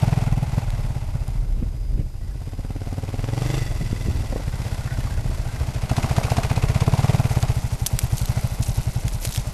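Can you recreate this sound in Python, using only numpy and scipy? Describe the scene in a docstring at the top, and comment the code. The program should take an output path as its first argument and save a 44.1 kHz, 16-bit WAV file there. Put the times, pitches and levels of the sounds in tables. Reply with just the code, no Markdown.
"""A single-cylinder enduro bike chugs off along a dirt track, tail toward the microphone, each firing a thump and bark.
Then, in a second view, it comes toward us nose-on with airbox honk, clutch rattle and gear clanks.
It passes close by, leaves the track and idles off as dry stalks snap and grass crackles under the tyres.
Pulses and noise bursts follow the engine cycle, and struck modes ring the pipe and metal.
Throughout, valve gear ticks, wind buffets the microphone and a camera whines faintly."""
import sys
import numpy as np
from scipy import signal
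from scipy.fft import rfft, irfft, next_fast_len
from scipy.io import wavfile

SR = 44100
rng = np.random.default_rng(int(sys.argv[2]) if len(sys.argv) > 2 else 0)


def materialize(psi):
    """Save the field psi as 16-bit PCM at rate SR to the path in sys.argv[1].

    A 1-D psi becomes a single channel; in a 2-D psi each row is a channel.
    """
    bounded = np.clip(np.atleast_2d(psi).T, -1, 1)
    quanta = np.round(bounded * 32767).astype(np.int16)
    wavfile.write(sys.argv[1], SR, quanta)


N = 420273
TIME = np.arange(N) / SR

# engine speed: t/s, rate/(firings per s)
ENGINE_SPEED = [(0.0, 21.29), (0.48, 18.87), (0.56, 21.09), (0.72, 18.21), (1.65, 12.16), (2.04, 11.8),
                (2.38, 16.78), (3.11, 18.87), (3.57, 26.13), (3.72, 19.87), (4.19, 20.42), (4.51, 16.2),
                (5.91, 12.99), (5.98, 16.46), (6.11, 14.19), (6.87, 17.05), (7.1, 19.93), (7.8, 10.57),
                (7.83, 8.25), (8.4, 13.85), (8.75, 10.62), (9.08, 11.69), (9.16, 7.24), (9.53, 12.07)]
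# throttle: t/s, opening/(0-1)
THROTTLE_CURVE = [(0, 0.78), (.23, 0.93), (.35, 0.89), (1.5, 0.5), (2.2, 0.11), (2.5, 0.75), (3.1, 0.87),
                  (3.55, 0.53), (3.68, 0.22), (4.35, 0.36), (4.6, 0.48), (5.3, 0.2), (5.75, 0.62),
                  (5.92, 0.78), (6.45, 0.87), (6.6, 0.81), (6.78, 0.8), (6.9, 0.78), (7.5, 0.75), (7.57, 0),
                  (9.15, 0.29), (9.38, 0.06)]
# distance of the bike: t/s, distance/m
BIKE_DISTANCE = [(0, 4.3), (.35, 7.45), (1.1, 6.86), (1.5, 10.7), (2.15, 12.2), (2.599, 14), (3.05, 10.2),
                 (3.4, 5.7), (4.25, 6.55), (4.65, 3.84), (5.45, 4.13), (6.2, 2.89), (7.35, 3.4),
                 (7.75, 2.67), (8.4, 2.96), (9.5, 3.5)]
# heading: t/s, facing/(0 = tail toward the microphone, 1 = nose toward it)
HEADING = [(0, 0.0092), (1.6, 0.49), (2.4, 0.88), (4.2, 0.83), (5.6, 0.75), (6.2, 0.73), (7.6, 0.27),
           (8.3, 0.5)]
NEAR_M, IDLE_PER_S = 3, 12  # reference distance, and firings per s at idle
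# mix of the bike, by part: level/dB (near, idle, throttle shut, tail-on), full throttle adds/dB,
# each firing per s above idle adds/dB, nose-on adds/dB, loss per doubling of distance/dB
PART_LEVELS = { "thump": (-9.5, 8, -0.05, -9.5, 6.5), "bark": (-41, 25, -.5, 1, 7),
               "pipe": (-41, 30.5, -0.5, -8, 13), "crack": (-75, 20, 1.2, 15, 9),
               "intake": (-61.5, 29, 0.26, 7.5, 13), "airbox drone": (-66.5, 13, 1.2, 20, 2),
               "honk": (-83.5, 25, 1.35, 30, 3), "slap": (-45, -2, -.6, 19, 6),
               "crankcase": (-40.5, 7.5, 0.4864, -1.5, 7.5), "head": (-50, 6.5, 0.5, 1, 7),
               "chain": (-47.5, 2, 0.58, 2.5, 7), "fins": (-55, -13.5, 1.85, 5, 8),
               "clutch": (-66, 0, -.7, 35, 8), "throat": (-61, 30, -.3, 8, 13),
               "rear ring": (-39, 20.5, .2, -26, 8), "silencer": (-41.5, 4, 0.41, -10.5, 7), }

# hard or missed firings: t/s, level/dB from normal
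STUMBLE_EVENTS = [(.43, 4), (.48, -2.5), (.58, 4), (.65, -1.5), (1.05, -7), (1.99, 6), (3.95, -1),
                  (4.2, -3), (4.38, -10), (5.05, 1), (5.12, -9), (5.54, -5), (6.25, -1), (6.32, 1.5),
                  (6.88, 3), (6.99, -1.5), (9.15, -3), (9.275, 3), (9.38, 2.5)]
STUMBLE_S = .04  # reach to either side
# the bark swings this much more than the thump; chance spread between firings with the throttle shut
STUMBLE_BARK, UNEVEN_DB = 1.97, 2.5
# exhaust gas heat (0-1) per unit of throttle and per firing per s above idle;
# opening below which the throttle adds no heat
HEAT_BY_THROTTLE, HEAT_PER_FIRING_RATE, COOL_THROTTLE = 0.93, 0.053, 0.33
HEAT_PER_DB = 0.12  # a hard firing runs hotter
# silencer reflections in hot gas under load: delay/ms, gain
HOT_ECHOES = [(4.3, -0.14), (7.9, 0.5)]
# silencer reflections in cool gas at idle: delay/ms, gain
COOL_ECHOES = [(5.9, -0.62), (17.2, 0.75)]
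# colour of the exhaust bark: f/Hz, relative level/dB
BARK_COLOUR = [(180, 12), (300, 1.5), (420, -41), (540, -4.5), (720, -4), (1000, -16.5), (1500, -17),
               (2500, -36), (5000, -29.5), (12000, -27)]
# exhaust pipe resonances: f/Hz, width/Hz, relative level/dB
PIPE_MODES = [(208, 320, 9), (434, 42.5, -3), (570, 140, -16), (646, 44, -0.5), (810, 160, 0),
              (936, 100, -1.5), (1224, 77, -34), (1440, 190, -15.5), (1970, 340, -17), (2380, 40, -14.5),
              (3500, 570, -15), (4800, 980, -9)]
# pipe modes that ring on toward the rear: f/Hz, width/Hz, relative level/dB
REAR_MODES = [(677, 45, -3), (787, 29, -7), (860, 57, -4.5), (1440, 80, -17), (2030, 70, -12),
              (2620, 100, -14)]
# colour of the combustion crack: f/Hz, relative level/dB
CRACK_COLOUR = [(700, 5), (1200, 1.5), (2100, -3), (3200, -4.5), (4400, -15), (5700, -8), (8000, -28)]

# gulps of air as the throttle is feathered: t/s, level/dB from normal
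FEATHERED_GULPS = [(5.9, 1), (5.967, 4.5), (6.032, 1), (6.098, -4), (6.168, 2), (6.303, -1.5), (6.372, 2),
                   (6.437, 3.5), (6.502, 0), (6.81, 4.5)]
# rasp of the intake breath: f/Hz, relative level/dB
BREATH_COLOUR = [(500, -30), (1000, 15.5), (1600, 6), (2400, 8.5), (3500, 0.5), (7000, -1.5), (13000, -23)]
# hiss of the carburettor jet: f/Hz, relative level/dB
JET_COLOUR = [(2200, 0), (3500, 0), (6000, -3), (10000, -8), (13000, -14)]
JET_DB = -3  # hiss against rasp
# carburettor throat resonances: f/Hz, width/Hz, relative level/dB
THROAT_MODES = [(2150, 100, -14), (2545, 100, 2.5), (2680, 72, -14)]
# airbox drone: order/(multiple of the firing rate), relative level/dB
DRONE_ORDERS = [(4, -10), (5, 2), (6, -4)]
# standing waves in the airbox and its duct: f/Hz, width/Hz, relative level/dB,
# sharpening/(share of pitch per firing per s above HONK_RATE)
AIRBOX_MODES = [(266, 28, -1.5, .036), (325, 22, -8, .02), (428, 44, -1.5, .008), (540, 32, -4.5, .01),
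                (725, 40, -9, .015), (795, 45, -11, .012)]
HONK_RISE_S, HONK_LAG_S = .0095, .0002  # rise of the lowest wave; lag of the swell behind the firing
HONK_RATE = 20.8  # firings per s above which the honk sharpens
HONK_UNEVEN_DB, HONK_DETUNE = 2, .015  # chance spread of each wave in dB and in share of pitch

# valve gear ticks: place in the cycle/(0-1), relative strength
VALVE_TICKS = [(.09, 0.27), (0.267, 0.44), (0.679, 0.24), (0.799, 0.32)]
# colour of the crankcase: f/Hz, relative level/dB
CRANKCASE_COLOUR = [(150, 12), (250, 0.5), (380, -3.5), (490, -3.5), (620, 0), (850, -1), (1050, -5),
                    (1300, -11), (1800, -12)]
# colour of the cylinder head: f/Hz, relative level/dB
HEAD_COLOUR = [(900, -9), (1250, 4.5), (1500, 1.5), (1750, -3.5), (2050, 7.5), (2300, 2), (2600, 2.5),
               (3100, -3), (3900, -6.5), (5200, -14)]
# rush of chain and tyres: f/Hz, relative level/dB
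CHAIN_COLOUR = [(2800, 3), (4000, 4.5), (4800, 6), (6200, 3.5), (7400, 3), (9000, 0.5), (13000, 0)]
# engine case modes under piston slap: f/Hz, width/Hz, relative level/dB
CASE_MODES = [(310, 67, 0), (470, 26, -6.5), (633, 28, -4.5), (790, 89, -15), (950, 77, -11),
              (1520, 100, -19)]
# clutch basket modes: f/Hz, width/Hz, relative level/dB
CLUTCH_MODES = [(1027, 45, -4.5), (1470, 24, -6), (1545, 20, -5), (1650, 40, -8), (1840, 30, -9),
                (1960, 26, -11)]
# the clutch is slipped on the approach and rattles harder: t/s, added level/dB, length/s
SLIPPING_CLUTCH = [(4.95, 6, .38)]
# gearbox modes: f/Hz, width/Hz, relative level/dB
GEAR_MODES = [(665, 88, 1), (783, 51, 1), (1120, 88, -4)]
# gears clank as the drive takes up its slack: t/s, level/dB
GEAR_CLANKS = [(6.074, -31), (6.213, -24.5), (6.282, -25), (6.417, -30)]
# cooling fin modes: f/Hz, width/Hz, relative level/dB
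FIN_MODES = [(1963, 67, 13.3), (2540, 83, 5.3), (2670, 72, 3.3), (3390, 95, 5.4), (4570, 160, 3.8),
             (5500, 110, 2.5), (7300, 86, 4)]
# hollow silencer outlet modes: f/Hz, width/Hz, relative level/dB
TAILPIPE_MODES = [(615, 27, 4), (664, 32, 1.5), (795, 30, 6.5), (875, 38, -8), (1390, 104, -6),
                  (2180, 250, -17)]
# chassis knocks over ruts: t/s, level/dB
RUT_KNOCKS = [(1.626, -35.5), (3.716, -29.5), (3.81, -33), (3.931, -40), (4.076, -38), (4.238, -32),
              (4.326, -25.5), (4.361, -23.5), (4.398, -27.5), (9.22, -40), (9.25, -36), (9.379, -35)]
# colour of the chassis knocks: f/Hz, relative level/dB
KNOCK_COLOUR = [(200, 14), (380, 7.5), (550, 9.5), (800, 1.5), (1050, -7), (1500, -10)]

# snapping stalks and stones: t/s, level/dB before trim and filter, f/Hz that places the band
STALK_SNAPS = [(0.704, -22.5, 2390), (1.2795, -27.5, 4900), (5.2916, -36, 5990), (7.427, -13, 2700),
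               (7.863, -5.5, 5900), (7.867, -1, 12400), (7.9898, -6, 5250), (8.1815, -17.5, 5790),
               (8.257, -16.5, 5850), (8.411, -24, 12000), (8.474, -23.5, 12000), (8.6693, -27, 8890),
               (9.0809, -12.5, 3480), (9.233, -26, 3690), (9.2512, -9, 4500), (9.256, -17, 4500),
               (9.2735, -18.5, 4500), (9.291, -20, 6000), (9.309, -24, 5500), (9.324, -19, 4000),
               (9.34, -24, 4000), (9.3483, -14, 3500), (9.355, -24, 7000), (9.361, -13, 3950),
               (9.376, -14.5, 2960)]
LEAVES_TRACK_S = 7.15
TRACK_DB, GRASS_DB = -75, -44.5  # tyre crackle on dirt and in grass, near and before trim
# crushed tufts of dry grass: t/s, level/dB before trim, length/s
GRASS_TUFTS = [(7.35, -49, 0.056), (8.025, -35.5, 0.025), (8.21, -38, 0.082), (8.65, -32, 0.042),
               (8.8, -42.5, 0.064), (9.08, -46, 0.12), (9.26, -43, 0.13), (9.36, -42, 0.027)]
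# bands of grass clicks: f/Hz, relative level/dB
CRACKLE_BANDS = [(2500, -9.5), (4000, -7), (6000, -2), (8000, -4), (10000, -5.5), (12000, -3)]
# tall brush sweeping along the bike: t/s, level/dB, length/s
BRUSH_SWEEPS = [(8.375, -43, 0.013), (9.24, -41, 0.03), (9.3, -44, 0.029), (9.365, -41, 0.021)]
# colour of the brush rustle: f/Hz, relative level/dB
RUSTLE_COLOUR = [(400, -3), (800, 6), (1400, 5), (2300, 9), (4500, 4), (8000, -10), (13000, -10)]

BREEZE_DB = -36.5  # steady wind on the microphone, before trim
# slow gusts: t/s, level/dB before trim, length/s
WIND_GUSTS = [(.5, -38, 0.96), (1.55, -33.5, 0.31), (1.97, -25, 0.083), (2.3, -34.5, 0.099),
              (3.95, -33, 0.54), (5.22, -30, 0.22), (6.68, -35, 0.049)]
# sharp buffets: t/s, level/dB before trim, length/s
WIND_BUFFETS = [(1.6, -28.5, 0.031), (1.632, -25, 0.01), (1.92, -39, 0.019), (1.997, -23, 0.027),
                (3.82, -24, 0.026), (4.075, -21, 0.025), (4.155, -24.5, 0.049), (5.04, -34, 0.023),
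                (5.302, -21, 0.0068), (5.63, -25, 0.038)]
# colour of the wind rumble: f/Hz, relative level/dB
RUMBLE_COLOUR = [(18, -8.5), (35, 2), (60, -8), (100, -12), (200, -29), (400, -36.5), (1000, -54.5)]
# colour of the buffets: f/Hz, relative level/dB
BUFFET_COLOUR = [(25, -49), (65, 8.5), (110, -4.5), (200, -6.5), (400, -17), (580, -28.5), (800, -59),
                 (2500, -37)]
# single eddies on the microphone port: t/s, peak level/dB, half length/ms
EDDY_POPS = [(1.6271, -10.5, 1.1), (2.014, -19, 0.91), (3.93, -7.5, 0.99), (4.085, -9.5, 1),
             (4.156, -16, 2.1)]
CUTOFF_HZ = 13000


def exhaust(firings, strength, load_hz=118, idle_hz=100, idle_share=1.0, load_boom=0.22, idle_boom=1.0):
    """Each blow-down gives a thump, a slow boom and a burst of turbulence; hot gas makes it shorter."""
    age = np.arange(-SR // 50, SR // 10) / SR
    thumps, bark_gate = np.zeros(N), np.zeros(N)
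    loaded = puff(age, load_hz, HOT_ECHOES) + load_boom * boom(age, start=0.0139)
    idling = puff(age + 0.001, idle_hz, COOL_ECHOES) + idle_boom * boom(age, start=0.0231)
    rasp = burst(age - .0015, .002, .007)
    throttle, = in_time(THROTTLE_CURVE, firings)
    speed, = in_time(ENGINE_SPEED, firings)
    heats = HEAT_BY_THROTTLE * np.maximum(throttle - COOL_THROTTLE, 0)
    heats = heats + HEAT_PER_DB * strength + HEAT_PER_FIRING_RATE * (speed - IDLE_PER_S)
    heats = np.clip(heats, 0, 1)
    thump_db = part_db("thump", firings) + strength
    bark_db = part_db("bark", firings) + STUMBLE_BARK * strength
    for s, heat, thump, bark in zip(firings, heats, thump_db, bark_db):
        blend = heat * loaded + (1 - heat) * idle_share * idling
        add(thumps, s + age[0], from_db(thump) * blend)
        add(bark_gate, s + age[0], from_db(bark) * rasp)
    return thumps + bark_gate * noise(BARK_COLOUR)


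def puff(age, hz, echoes):
    """A pressure hump flanked by suction, followed by its reflections."""
    out = 0
    for ms, gain in [(0.094, 0.99)] + echoes:  # the direct hump comes first
        u = (np.pi * hz * (age - ms / 1000)) ** 2
        out = out + gain * (1 - 2 * u) * np.exp(-u)
    return out


def boom(age, start, hz=36, decay=0.0047):
    """The gas in the silencer swings slowly after a puff, suction first."""
    late = np.maximum(age - start, 0)
    return -np.sin(2 * np.pi * hz * late) * np.exp(-late / decay)


def tailpipe_ring(firings, strength, lag=0.00035, return_s=.0062):
    """The opening valve rings the pipe, sagging as pressure falls; the returning wave rings it again."""
    levels = part_db("pipe", firings) + STUMBLE_BARK * strength
    again = part_db("rear ring", firings) + strength
    first_ring = struck(firings + lag, levels, PIPE_MODES, uneven_db=3, detune=.025, sag=.15)
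    return first_ring + struck(firings + return_s, again, REAR_MODES, uneven_db=3, detune=.025)


def firing_strength(firings):
    """Decibels by which each firing departs from normal; an open throttle steadies the engine."""
    throttle, = in_time(THROTTLE_CURVE, firings)
    chance = UNEVEN_DB * (1 - .5 * throttle) * rng.standard_normal(len(firings))
    return chance + sum(db * (abs(firings - s) < STUMBLE_S) for s, db in STUMBLE_EVENTS)


def combustion(firings, spread_s=.004, count=4):
    """Each firing cracks in a quick volley of sharp pressure spikes, louder under load."""
    spikes = np.zeros(N)
    for s in firings:
        for delay, size in rng.random((count, 2)):
            add(spikes, s + spread_s * delay, np.array([size + .5]))
    return from_db(part_db("crack")) * coloured(spikes, CRACK_COLOUR)


def intake(cycles, speed, place=0.765):
    """Air rushes through the carburettor once a cycle: a sudden start, a changing share of rasp and hiss."""
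    gulp = burst(cycle_age(cycles, speed, place), .0012, .011)
    feathered = sum(db * (abs(TIME - s) < .03) for s, db in FEATHERED_GULPS)
    rasp = from_db(1.8 * drift(14)) * noise(BREATH_COLOUR)
    hiss = from_db(1.8 * drift(14)) * noise(JET_COLOUR)
    return from_db(part_db("intake") + feathered) * gulp * (rasp + from_db(JET_DB) * hiss)


def throat_ring(cycles, place=0.84):
    """Gulps of air set the carburettor throat ringing brightly, some far more than others."""
    gulps = passings(cycles, place)
    chance = np.minimum(5 * rng.standard_normal(len(gulps)), 5)
    return struck(gulps, part_db("throat", gulps) + chance, THROAT_MODES, uneven_db=4, detune=.025)


def airbox(cycles, firings):
    """Standing waves honk once a cycle, never twice alike, over a drone of engine orders; load lifts both."""
    honks, age = np.zeros(N), np.arange(-SR // 40, SR // 15) / SR
    hz, width, db, sharpens = np.transpose(AIRBOX_MODES)[:, :, None]
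    swell = burst(age, HONK_RISE_S * np.sqrt(hz[0] / hz), 1 / (np.pi * width))
    shapes = from_db(db) * swell
    rates, = in_time(ENGINE_SPEED, firings)
    for s, rate, level in zip(firings, rates, part_db("honk", firings)):
        share, stray = rng.standard_normal((2, len(AIRBOX_MODES), 1))
        pitch = 1 + sharpens * max(rate - HONK_RATE, 0) + HONK_DETUNE * stray
        waves = from_db(HONK_UNEVEN_DB * share) * shapes * np.cos(2 * np.pi * hz * pitch * age)
        add(honks, s + HONK_LAG_S + age[0], from_db(level) * waves.sum(axis=0))
    drone = sum(from_db(db) * np.cos(2 * np.pi * order * cycles) for order, db in DRONE_ORDERS)
    return from_db(part_db("airbox drone")) * drone + honks


def running_gear(cycles, speed):
    """Valve ticks shake the cases and the head over the wavering rush of chain and tyres."""
    ticks = 0
    for place, size in VALVE_TICKS:
        tick = burst(cycle_age(cycles, speed, place), .001, .006)
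        ticks = ticks + size * tick * from_db(2 * drift(25))
    rattle = rms_one((.36 + ticks) * from_db(1.3 * drift(9)))
    layers = [("crankcase", CRANKCASE_COLOUR), ("head", HEAD_COLOUR), ("chain", CHAIN_COLOUR)]
    return rattle * sum(from_db(part_db(name)) * noise(colour) for name, colour in layers)


def clatter(cycles, slap_place=.765, clutch_place=.27):
    """The piston slaps the cases as compression builds; the clutch rings each crank turn; gears clank."""
    slaps = passings(cycles, slap_place)
    rattles = passings(2 * cycles, 2 * clutch_place)  # two crank turns per cycle
    slip = sum(db * np.exp(-((rattles - s) / length) ** 2) for s, db, length in SLIPPING_CLUTCH)
    loose = np.minimum(3.5 * rng.standard_normal(len(rattles)), 6)
    clutch_db = part_db("clutch", rattles) + slip + loose
    piston = struck(slaps, part_db("slap", slaps), CASE_MODES, uneven_db=3, detune=.03)
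    clutch = struck(rattles, clutch_db, CLUTCH_MODES, uneven_db=5, detune=.04)
    gears = struck(*np.transpose(GEAR_CLANKS), GEAR_MODES, uneven_db=2, detune=.02)
    return piston + clutch + gears


def bodywork(cycles, speed):
    """Each firing shakes the fins at the front and breathes a hollow puff from the silencer at the rear."""
    white = rng.standard_normal((2, N))
    shake = rms_one(1 + 2.6 * burst(cycle_age(cycles, speed, .04), .0015, .007))
    waver = 1 + .0025 * (speed - IDLE_PER_S) + .008 * drift(11)  # the ring sharpens with the revs and wanders
    fins = bent(rms_one(resonate(white[0], FIN_MODES)), waver)
    outflow = rms_one(.27 + burst(cycle_age(cycles, speed, 0), .014, .026))
    silencer = outflow * rms_one(resonate(white[1], TAILPIPE_MODES))
    return from_db(part_db("fins")) * shake * fins + from_db(part_db("silencer")) * silencer


def chassis(rise=0.0024, decay=0.0084):
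    """The suspension knocks dully in the ruts."""
    gate, age = np.zeros(N), np.arange(-SR // 100, SR // 12) / SR
    for s, db in RUT_KNOCKS:
        add(gate, s + age[0], from_db(db) * burst(age, rise, decay))
    return gate * noise(KNOCK_COLOUR)


def snaps(snap_db=-2.0, crack_s=0.00094, splinter_s=0.006, splinter_db=-15):
    """A thick stalk cracks at once and splinters for a few milliseconds."""
    out, age = np.zeros(N), np.arange(SR // 30) / SR
    decay = np.exp(-age / crack_s) + from_db(splinter_db) * np.exp(-age / splinter_s)
    for s, db, hz in STALK_SNAPS:
        edges = [hz * .6, min(hz * 2.4, CUTOFF_HZ)]
        band = signal.butter(1, edges, "band", fs=SR, output="sos")
        splinters = rng.standard_normal(len(age)) * decay
        add(out, s, from_db(db + snap_db) * signal.sosfilt(band, splinters))
    return out


def grass(grass_db=-6, rustle_db=0):
    """Grit and dry blades break in clumps of tiny clicks of many pitches; tall brush rustles along the bike."""
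    surface_db = np.where(TIME < LEAVES_TRACK_S, TRACK_DB, GRASS_DB)
    ground = from_db(surface_db) * NEAR_M / in_time(BIKE_DISTANCE)[0]
    clumps, crackle = from_db(6 * drift(55)), 0
    for hz, db in CRACKLE_BANDS:
        born = rng.random(N) < 350 * clumps / SR  # about 350 clicks per s, times the clumping
        sizes = from_db(5.5 * np.minimum(rng.exponential(1, N), 3.3)) * rng.choice([-1, 1], N)
        clicks = resonate(born * sizes + 1e-18, [(hz, hz / 4, 0)])
        crackle = crackle + from_db(db) * rms_one(clicks)
    tyres = from_db(grass_db) * (ground + swells(GRASS_TUFTS)) * crackle
    scrape = rms_one(from_db(4 * drift(220)))
    return tyres + from_db(rustle_db) * swells(BRUSH_SWEEPS) * scrape * noise(RUSTLE_COLOUR)


def wind(wind_db=4.5, buffet_db=-1.0):
    """Lumpy pressure on the microphone port; hard buffets reach higher in pitch."""
    flow = from_db(BREEZE_DB) + swells(WIND_GUSTS)
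    rumble = from_db(wind_db) * flow * noise(RUMBLE_COLOUR)
    return rumble + from_db(buffet_db) * swells(WIND_BUFFETS) * noise(BUFFET_COLOUR)


def pops():
    """An eddy that hits the port squarely gives one short hump of pressure."""
    out, age = np.zeros(N), np.arange(-SR // 100, SR // 100) / SR
    for s, db, ms in EDDY_POPS:
        add(out, s + age[0], from_db(db) / np.cosh(age * 1000 / ms) ** 2)
    return out


def camera(hz=4942, whine_db=-62, hiss_db=-57):
    """A thin, slightly unsteady electronic whine over a faint hiss."""
    whine = from_db(1.5 * drift(8)) * np.sin(2 * np.pi * hz * TIME + .9 * drift(30))
    return from_db(whine_db) * whine + from_db(hiss_db) * rng.standard_normal(N)


def part_db(name, at=TIME):
    """Level of one part of the bike, from throttle, engine speed, heading and distance."""
    base, by_throttle, by_speed, by_facing, per_doubling = PART_LEVELS[name]
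    curves = (THROTTLE_CURVE, ENGINE_SPEED, HEADING, BIKE_DISTANCE)
    throttle, speed, facing, metres = (in_time(curve, at)[0] for curve in curves)
    driven = base + by_throttle * throttle + by_speed * (speed - IDLE_PER_S)
    return driven + by_facing * facing - per_doubling * np.log2(np.maximum(metres, 1) / NEAR_M)


def cycle_age(cycles, speed, place):
    """Seconds from the nearest passing of a place in the engine cycle."""
    return ((cycles - place + .5) % 1 - .5) / speed


def passings(cycles, place):
    """Times at which the engine passes a place in its cycle."""
    return TIME[1:][np.diff(np.floor(cycles - place)) > 0]


def struck(times, levels, modes, uneven_db, detune, sag=0):
    """Blows ring a set of modes, each with other strengths, pitches and tails; the pitch may start high and sag."""
    out, age = np.zeros(N), np.arange(SR // 12) / SR
    hz, width, db = np.transpose(modes)[:, :, None]
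    signs = (-1) ** np.arange(len(modes))[:, None]  # neighbouring modes swing in opposite phase
    swing = age + sag * .004 * (1 - np.exp(-age / .004))
    # the colour varies, the energy of a blow holds
    usual = np.sum((from_db(db) * np.exp(-np.pi * width * age)) ** 2) / 2
    for s, level in zip(times, levels):
        share, pitch, damping = rng.standard_normal((3, len(modes), 1))
        tails = np.exp(-np.pi * width * from_db(2.5 * damping) * age)
        waves = np.sin(2 * np.pi * hz * (1 + detune * pitch) * swing)
        rings = signs * from_db(db + uneven_db * share) * waves * tails
        blow = rings.sum(axis=0)
        add(out, s, from_db(level) * blow * np.sqrt(usual / np.sum(blow ** 2)))
    return out


def resonate(x, modes):
    """Parallel resonances, each with its own gain on top."""
    out = 0
    for hz, width, db in modes:
        r = np.exp(-np.pi * width / SR)
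        edge = (1 - r * r) / 2
        poles = [1, -2 * r * np.cos(2 * np.pi * hz / SR), r * r]
        out = out + from_db(db) * signal.lfilter([edge, 0, -edge], poles, x)
    return out


def coloured(x, points):
    """Give a signal a spectrum that rolls off beyond both ends; unit power."""
    hz, db = np.transpose(points)
    size = next_fast_len(N)
    f = np.maximum(np.arange(size // 2 + 1) * SR / size, 1)
    gain = from_db(np.interp(np.log(f), np.log(hz), db))
    gain = gain / np.hypot(1, (hz[0] / f) ** 4) / np.hypot(1, (f / hz[-1]) ** 4)
    return rms_one(irfft(rfft(x, size) * gain, size)[:N])


def noise(points):
    """Coloured noise of unit power."""
    return coloured(rng.standard_normal(N), points)


def bent(x, pitch):
    """Play a steady sound at a moving relative pitch."""
    return np.interp(np.cumsum(pitch) % N, np.arange(N), x)


def drift(per_s):
    """Slow chance with a spread near 1, from random points joined by lines."""
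    return np.interp(TIME * per_s, np.arange(2000), rng.standard_normal(2000))


def burst(age, rise, decay):
    """A swell up to age zero, then an exponential fall."""
    return np.exp(-(np.minimum(age, 0) / rise) ** 2 - np.maximum(age, 0) / decay)


def swells(rows):
    """A smooth rise and fall for each row of time, level and length."""
    return sum(from_db(db) * np.exp(-((TIME - s) / length) ** 2) for s, db, length in rows)


def in_time(rows, at=TIME):
    """Each column of a curve at the given times."""
    s, *columns = np.transpose(rows)
    return [np.interp(at, s, c) for c in columns]


def add(out, at, sound):
    """Mix a short sound in at a time."""
    i = int(round(at * SR))
    a, b = max(i, 0), min(i + len(sound), N)
    if b > a:
        out[a:b] += sound[a - i:b - i]


def from_db(db):
    """Decibels to gain."""
    return 10 ** (np.asarray(db) / 20)


def rms_one(x):
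    """Scale to unit power."""
    return x / np.sqrt(np.mean(x ** 2) + 1e-20)


def scene():
    """The engine cycle times the firings and the moving parts; ground, wind and camera lie around it."""
    speed, = in_time(ENGINE_SPEED)
    cycles = np.cumsum(speed) / SR - .65
    firings = passings(cycles, 0)
    strength = firing_strength(firings)
    gas = exhaust(firings, strength) + tailpipe_ring(firings, strength)
    gas = gas + intake(cycles, speed) + throat_ring(cycles) + airbox(cycles, firings)
    metal = running_gear(cycles, speed) + combustion(firings) + clatter(cycles)
    metal = metal + bodywork(cycles, speed) + chassis()
    ground = grass() + snaps()
    background = wind() + pops() + camera()
    return (gas + metal + ground + background)[None]


def record(dry):
    """A steep elliptic low-pass cuts the top."""
    steep = signal.ellip(10, .3, 80, CUTOFF_HZ, fs=SR, output="sos")
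    return signal.sosfilt(steep, dry)


dry = scene()
out = record(dry)
materialize(out)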